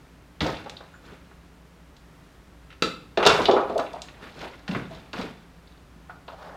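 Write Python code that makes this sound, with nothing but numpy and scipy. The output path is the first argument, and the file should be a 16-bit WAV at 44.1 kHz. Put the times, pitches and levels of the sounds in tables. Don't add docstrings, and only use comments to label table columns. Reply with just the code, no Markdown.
import sys
import numpy as np
from scipy import signal
from scipy.fft import rfft, irfft
from scipy.io import wavfile
from scipy.ndimage import uniform_filter1d

SR = 44100
rng = np.random.default_rng(int(sys.argv[2]) if len(sys.argv) > 2 else 0)


def voltage_ratio(decibels):
    exponent = np.asarray(decibels, float) / 20
    return 10 ** exponent


def inscribe(sig):
    pcm = np.round(np.clip(np.atleast_2d(sig).T, -1, 1) * 32767)
    wavfile.write(sys.argv[1], SR, pcm.astype(np.int16))


N = 289296


def evened(x):
    return x / np.sqrt(np.mean(x ** 2) + 1e-20)


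def read(points, hz):
    f, value = np.transpose(points)
    return np.interp(np.log(hz + 1), np.log(f + 1), value)


def add(mix, s, sound):
    part = mix[round(s * SR):][:len(sound)]
    part += sound[:len(part)]


def noise(level_db, size):
    hop = size // 4
    frames = N // hop + 5
    hz = np.fft.rfftfreq(size, 1 / SR)
    real, imaginary = rng.standard_normal((2, len(hz), frames))
    spectrum = (real + 1j * imaginary) * voltage_ratio(level_db(hz[:, None], np.arange(frames) * hop / SR))
    return signal.istft(spectrum, nperseg=size, noverlap=size - hop)[1][:N] / np.sqrt(size)


def ring(modes, t, strength, turns):
    hz, db, t60 = np.transpose(modes)[:, :, None]
    dying = strength[:, None] * voltage_ratio(db - 60 * t / np.maximum(t60, .005))
    return (dying * np.sin(2 * np.pi * (hz * t + turns[:, None]))).sum(0)


# f/Hz, level/dB per Hz
AIR_COLOUR = [(12, -39.5), (20, -11.5), (49, -12), (70, -1.5), (85, -14.5), (171, -5.5), (202, -18),
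              (282, -10), (325, -20.5), (363, -15), (507, -19.5), (1380, -22.5), (15600, -46.5)]


def air():
    rates_hz = np.geomspace(.3, 5, 12)

    def swell(t):
        return sum(np.sin(2 * np.pi * (f * t + rng.random())) / np.sqrt(f) for f in rates_hz)

    def level_db(hz, t):
        return read(AIR_COLOUR, hz) + 0.18 * swell(t)

    return voltage_ratio(-52.5) * evened(noise(level_db, size=2048))


# f/Hz, peak level/dB, width/Hz (the rms wander is 0.3 of it)
HUM_TONES = [(58.5, -53.5, 8), (171, -59.5, 7.1), (297, -68, 8.7)]


def hum():
    out = np.zeros(N)
    for hz, db, width in HUM_TONES:
        drift = evened(uniform_filter1d(rng.standard_normal(N), size=SR // 10))
        cycles = np.cumsum(hz + .3 * width * drift[::-1]) / SR
        out += voltage_ratio(db + 0.59 * drift) * np.sin(2 * np.pi * cycles)
    return out


def pressure(stroke, t):
    LET_GO_DB_PER_S, SETTLE_DB = 150, -13
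    s, rise, held, db, t60 = stroke
    after = np.maximum(t - s - rise - held, 0)
    fall = voltage_ratio(-LET_GO_DB_PER_S * after) + voltage_ratio(SETTLE_DB - 60 * after / t60)
    return np.clip((t - s) / max(rise, .001), 0, 1) * voltage_ratio(db) * fall


def friction(strokes, colour, tilt_db_per_octave, tilt_change_per_s):
    def level_db(hz, t):
        octaves = np.log2((hz + 50) / 1000)
        gain = 0
        for stroke in strokes:
            tilt = tilt_db_per_octave + tilt_change_per_s * np.clip(t - stroke[0], 0, .5)
            gain = gain + pressure(stroke, t) * voltage_ratio(tilt * octaves)
        catches = evened(uniform_filter1d(rng.standard_normal(len(t)), size=8))
        grit = uniform_filter1d(rng.standard_normal((len(hz), len(t))), size=12, axis=0)
        grit = evened(uniform_filter1d(grit, size=5, axis=1))
        rough_db = catches + 2.5 * grit * (hz > 1200)
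        return read(colour, hz) + 20 * np.log10(gain + 1e-9) + rough_db
    return noise(level_db, size=256)


# start t/s, pressed in over t/s, held t/s, pressure level/dB before settling adds to it, settling t60/s
RUB_STROKES = [(.405, .003, .07, -12.5, 2.1), (1.02, .07, .03, -32, .9), (3.173, .003, .05, -19, 1.5),
               (3.23, .06, .14, -11.5, 6.1), (4.2, .03, .04, -29, .5), (4.35, .07, .03, -23, .5),
               (4.68, .003, .09, -20, .9), (4.9, .02, .03, -31, .6), (5.132, .003, .02, -21, .3),
               (5.15, .06, .02, -19, .4)]
# f/Hz, level/dB per Hz
RUB_SPECTRUM = [(50, -18), (100, -5), (200, -3.5), (560, -4.5), (1500, -10), (4800, -21), (5500, -26.5),
                (15000, -40.5)]


def rubbing():
    return friction(RUB_STROKES, RUB_SPECTRUM, tilt_db_per_octave=-1.2, tilt_change_per_s=1.5)


def rattle():
    CONTACTS_PER_S, LEVEL_DB, SCATTER_DB = 90, -30, 2.6
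    t = np.arange(N) / SR
    centres_hz = np.geomspace(1800, 4600, 8)
    happens = rng.random(N) < CONTACTS_PER_S / SR
    size = voltage_ratio(LEVEL_DB + SCATTER_DB * np.minimum(rng.exponential(1, N), 3)) * happens
    size = size * sum(pressure(stroke, t) for stroke in RUB_STROKES)
    kind = rng.integers(0, len(centres_hz), N)
    out = np.zeros(N)
    for k, hz in enumerate(centres_hz):
        out += signal.oaconvolve(size * (kind == k), blow(hz, .6, seconds=.1))[:N]
    return out


# f/Hz, level/dB, t60/s
SHEET_MODES = [(100.3, 9, 0.1), (199, 5.5, 0.16), (294, -7.5, .1), (367.5, 0.5, 0.07), (419, 1.5, 0.42),
               (528.3, 0.5, 0.26), (660, 6.5, 0.07), (823, -1, 0.095), (893, -1, 0.069), (1054, -10.5, 0.1),
               (1269, 4.5, 0.081), (1440.5, 5, 0.18), (1753, -4.5, .1), (2744, 1.5, 0.11), (3525, 6, 0.034),
               (3900, 2.5, .1), (4500, 0.5, 0.2), (5330, -10.5, 0.045), (6690, 2.5, 0.15), (7470, 5, 0.041)]
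# f/Hz, level/dB
PASS_RESPONSE = [(55, -32), (90, 4), (1500, 1.5), (4000, -3), (6000, -7.5), (9000, -14.5), (15000, -20)]


def blow(centre_hz, spread, seconds):
    KNOCK_T60_S, KNEE_HZ, SHORTENING = .115, 1100, .97
    n = round(seconds * SR)
    t = np.arange(n) / SR

    def near(f):
        distance = np.log2(f / centre_hz) / max(spread, .1)
        return voltage_ratio(read(PASS_RESPONSE, f)) / (1 + distance ** 4)

    turns = rng.standard_normal(len(SHEET_MODES)) * min(centre_hz / 3000, 1)
    modes = ring(SHEET_MODES, t, near(np.array(SHEET_MODES)[:, 0]), turns)
    hz = np.fft.rfftfreq(2 * n, 1 / SR) + 1
    crowd = evened(irfft(rfft(rng.standard_normal(n), 2 * n) * near(hz))[:n])
    t60 = KNOCK_T60_S / (1 + (centre_hz / KNEE_HZ) ** 2) ** (SHORTENING / 2)
    held = voltage_ratio(-60 * (t / t60) ** 1.33)
    rise = 1 - np.exp(-t * centre_hz / .6)
    sound = (modes / abs(modes).max() + 0.5 * crowd) * held * rise
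    return sound / np.sqrt(np.max(uniform_filter1d(sound ** 2, size=100)))


# t/s, peak short-term level/dB, centre f/Hz, spread/octaves
BLOW_EVENTS = [(.406, -22.5, 3020, .83), (.409, -26.5, 900, 1.26), (.412, -22.5, 108, .91),
               (.429, -22.5, 270, .41), (.456, -22.5, 675, .74), (.465, -31.5, 4300, .7),
               (.48, -26, 624, .9), (.542, -40, 2600, .8), (.568, -38, 3280, .65), (.66, -35.5, 590, 1.05),
               (.696, -33.5, 4000, 1.23), (.768, -36, 4000, .4), (.806, -39, 810, 1.1),
               (.94, -46, 1520, .21), (1.085, -45.5, 1600, .33), (1.12, -42.5, 198, 1.06),
               (1.312, -48.5, 900, 1.5), (1.9663, -50.5, 4500, .77), (2.703, -45, 2330, 1.05),
               (2.714, -49, 2280, .6), (2.726, -46.5, 2460, 1.1), (2.8228, -21, 2500, 1.8),
               (3.173, -22, 2600, .96), (3.174, -15, 470, 1.05), (3.2, -21.5, 854, .99),
               (3.227, -19, 1170, 1.57), (3.252, -14.5, 492, .64), (3.252, -20, 3900, .54),
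               (3.263, -7, 664, 1.23), (3.264, -9.5, 4030, .65), (3.27, -9.5, 4800, .75),
               (3.3, -15, 1400, 1.1), (3.345, -20, 800, 1.5), (3.389, -18.5, 533, 1.2),
               (3.455, -18.5, 3500, .55), (3.485, -9.5, 532, .88), (3.512, -23.5, 4000, .65),
               (3.532, -13.5, 540, .76), (3.565, -16, 660, 1.11), (3.6, -27, 563, .7),
               (3.698, -23, 482, .91), (3.755, -18, 547, .51), (3.779, -32, 5500, 1.1),
               (3.79, -23.5, 620, 1.11), (3.796, -34.5, 3490, 1.05), (3.865, -42, 2440, .49),
               (3.932, -45, 4840, 1.2), (3.83, -35, 620, .7), (3.937, -30.5, 710, .45),
               (3.96, -35.5, 840, .6), (4.019, -31, 5000, .9), (4.085, -41.5, 2600, .88),
               (4.222, -44, 1500, .6), (4.414, -38, 2560, 1.23), (4.43, -36, 644, .75),
               (4.46, -37.5, 720, .72), (4.679, -31, 2520, 1.1), (4.691, -24.5, 196, .39),
               (4.712, -34.5, 2940, .88), (4.719, -29.5, 210, .79), (4.747, -25.5, 1370, 1.05),
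               (4.75, -24, 222, 1.05), (4.91, -39.5, 696, .2), (4.93, -43, 696, .2),
               (5.131, -33, 3520, .85), (5.135, -32.5, 1390, .55), (5.18, -35.5, 2010, 1.1),
               (5.188, -26.5, 195, .72), (5.195, -34, 756, .77), (5.213, -35, 2900, 1.1),
               (5.23, -32, 296, .76), (5.673, -54, 4000, .33), (5.722, -56, 4000, .4),
               (5.775, -58, 4000, .3), (5.96, -46.5, 203, .47), (6.095, -36, 1060, .82),
               (6.28, -43, 3240, .46), (6.28, -36, 820, .88), (6.32, -42.5, 736, .42)]


def blows():
    out = np.zeros(N)
    for s, db, centre_hz, spread in BLOW_EVENTS:
        add(out, s, voltage_ratio(db) * blow(centre_hz, spread, seconds=.25))
    return out


# f/Hz, t60/s
GARAGE_DECAY = [(100, 0.93), (300, 0.36), (1000, 0.43), (3000, 0.38), (6000, 0.28), (12000, 0.48)]


def garage(hits):
    t = np.arange(N) / SR
    tool_far_off = (t > 2.8) & (t < 3.77)
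    sent = hits * voltage_ratio(np.where(tool_far_off, -2, -5))
    taps = np.zeros((3, SR))
    at = np.arange(300, SR - 20, 20) + rng.integers(0, 20, (3, (SR - 301) // 20))
    np.put_along_axis(taps, at, rng.choice([-1., 1.], at.shape), 1)
    hz, tap_s, z = signal.stft(taps, SR, nperseg=256)
    decay = voltage_ratio(-60 * tap_s / read(GARAGE_DECAY, hz)[:, None])
    tails = signal.istft(z * decay, SR, nperseg=256)[1]
    phase = np.arange(3)[:, None] * 2 * np.pi / 3
    turn = np.cos(40 * t + phase) * np.sqrt(2 / 3)
    return signal.fftconvolve(sent * turn, tails / np.linalg.norm(tails[0]), axes=1).sum(0)[:N]


# t/s, peak level/dB, f/Hz, t60/s, beats per s
PING_TONE = (.925, -63, 7100, .8, 11)


def ping():
    out, t = np.zeros(N), np.arange(SR // 2) / SR
    s, db, hz, t60, beat = PING_TONE
    add(out, s, voltage_ratio(db - 60 * t / t60) * np.sin(2 * np.pi * hz * t) * np.sin(np.pi * beat * t))
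    return out


# t/s, level/dB scaling the shaft modes, shudder rms level/dB at first, shudder t60/s
TOOL_FALL = (2.8225, -17.5, -37, 0.5)
# f/Hz, level/dB, t60/s
SHAFT_MODES = [(185, -5.5, 0.036), (335, -2.5, .03), (452, 3.5, 0.026), (530, -2.5, .04), (1332, 3, 0.029),
               (2130, -25.5, .02), (2600, 1, 0.025), (3630, -0.5, .02), (3950, 3.5, .02),
               (4620, 2.5, 0.016), (5700, -9.5, 0.02), (7200, -9.5, 0.013)]


def clank():
    out, t = np.zeros(N), np.arange(SR // 2) / SR
    s, db, shudder_db, t60 = TOOL_FALL
    shaft = ring(SHAFT_MODES, t, np.ones(len(SHAFT_MODES)), rng.random(len(SHAFT_MODES)))
    shaft = shaft * (1 - np.exp(-t / 0.00033))
    rough = signal.fftconvolve(rng.standard_normal(len(t)), shaft * np.exp(-t / .002))[:len(t)]
    shudder = voltage_ratio(shudder_db - 60 * t / t60) * evened(rough) * (1 - np.exp(-t / .003))
    add(out, s, voltage_ratio(db) * shaft + shudder)
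    return out


# start t/s, pressed in over t/s, held t/s, pressure level/dB before settling adds to it, settling t60/s
SLIDE_STROKES = [(6.1, .003, .01, -34, 3.1), (6.285, .003, .05, -31, .9), (6.36, .08, .2, -26, .9)]
# f/Hz, level/dB per Hz
SLIDE_SPECTRUM = [(380, -34), (560, 3), (1000, -3.5), (1800, -13.5), (2300, -22), (4500, -25.5),
                  (9000, -47)]


def edge_slide():
    return friction(SLIDE_STROKES, SLIDE_SPECTRUM, tilt_db_per_octave=2.5, tilt_change_per_s=-15.5)


def scene():
    background = air() + hum()
    rubs = rubbing() + edge_slide()
    hits = rattle() + blows() + ping() + clank()
    return (background + rubs + hits + garage(hits))[None]


def roll_off(x):
    return signal.sosfilt(signal.butter(12, 15780, fs=SR, output="sos"), x)


def record(dry):
    CEILING = .7
    rounded = dry / (1 + abs(dry / CEILING) ** 4) ** (1 / 4)
    high_pass = signal.butter(2, 30, "high", fs=SR, output="sos")
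    mix = signal.sosfilt(high_pass, rounded)
    return roll_off(mix)


dry = scene()
out = record(dry)
inscribe(out)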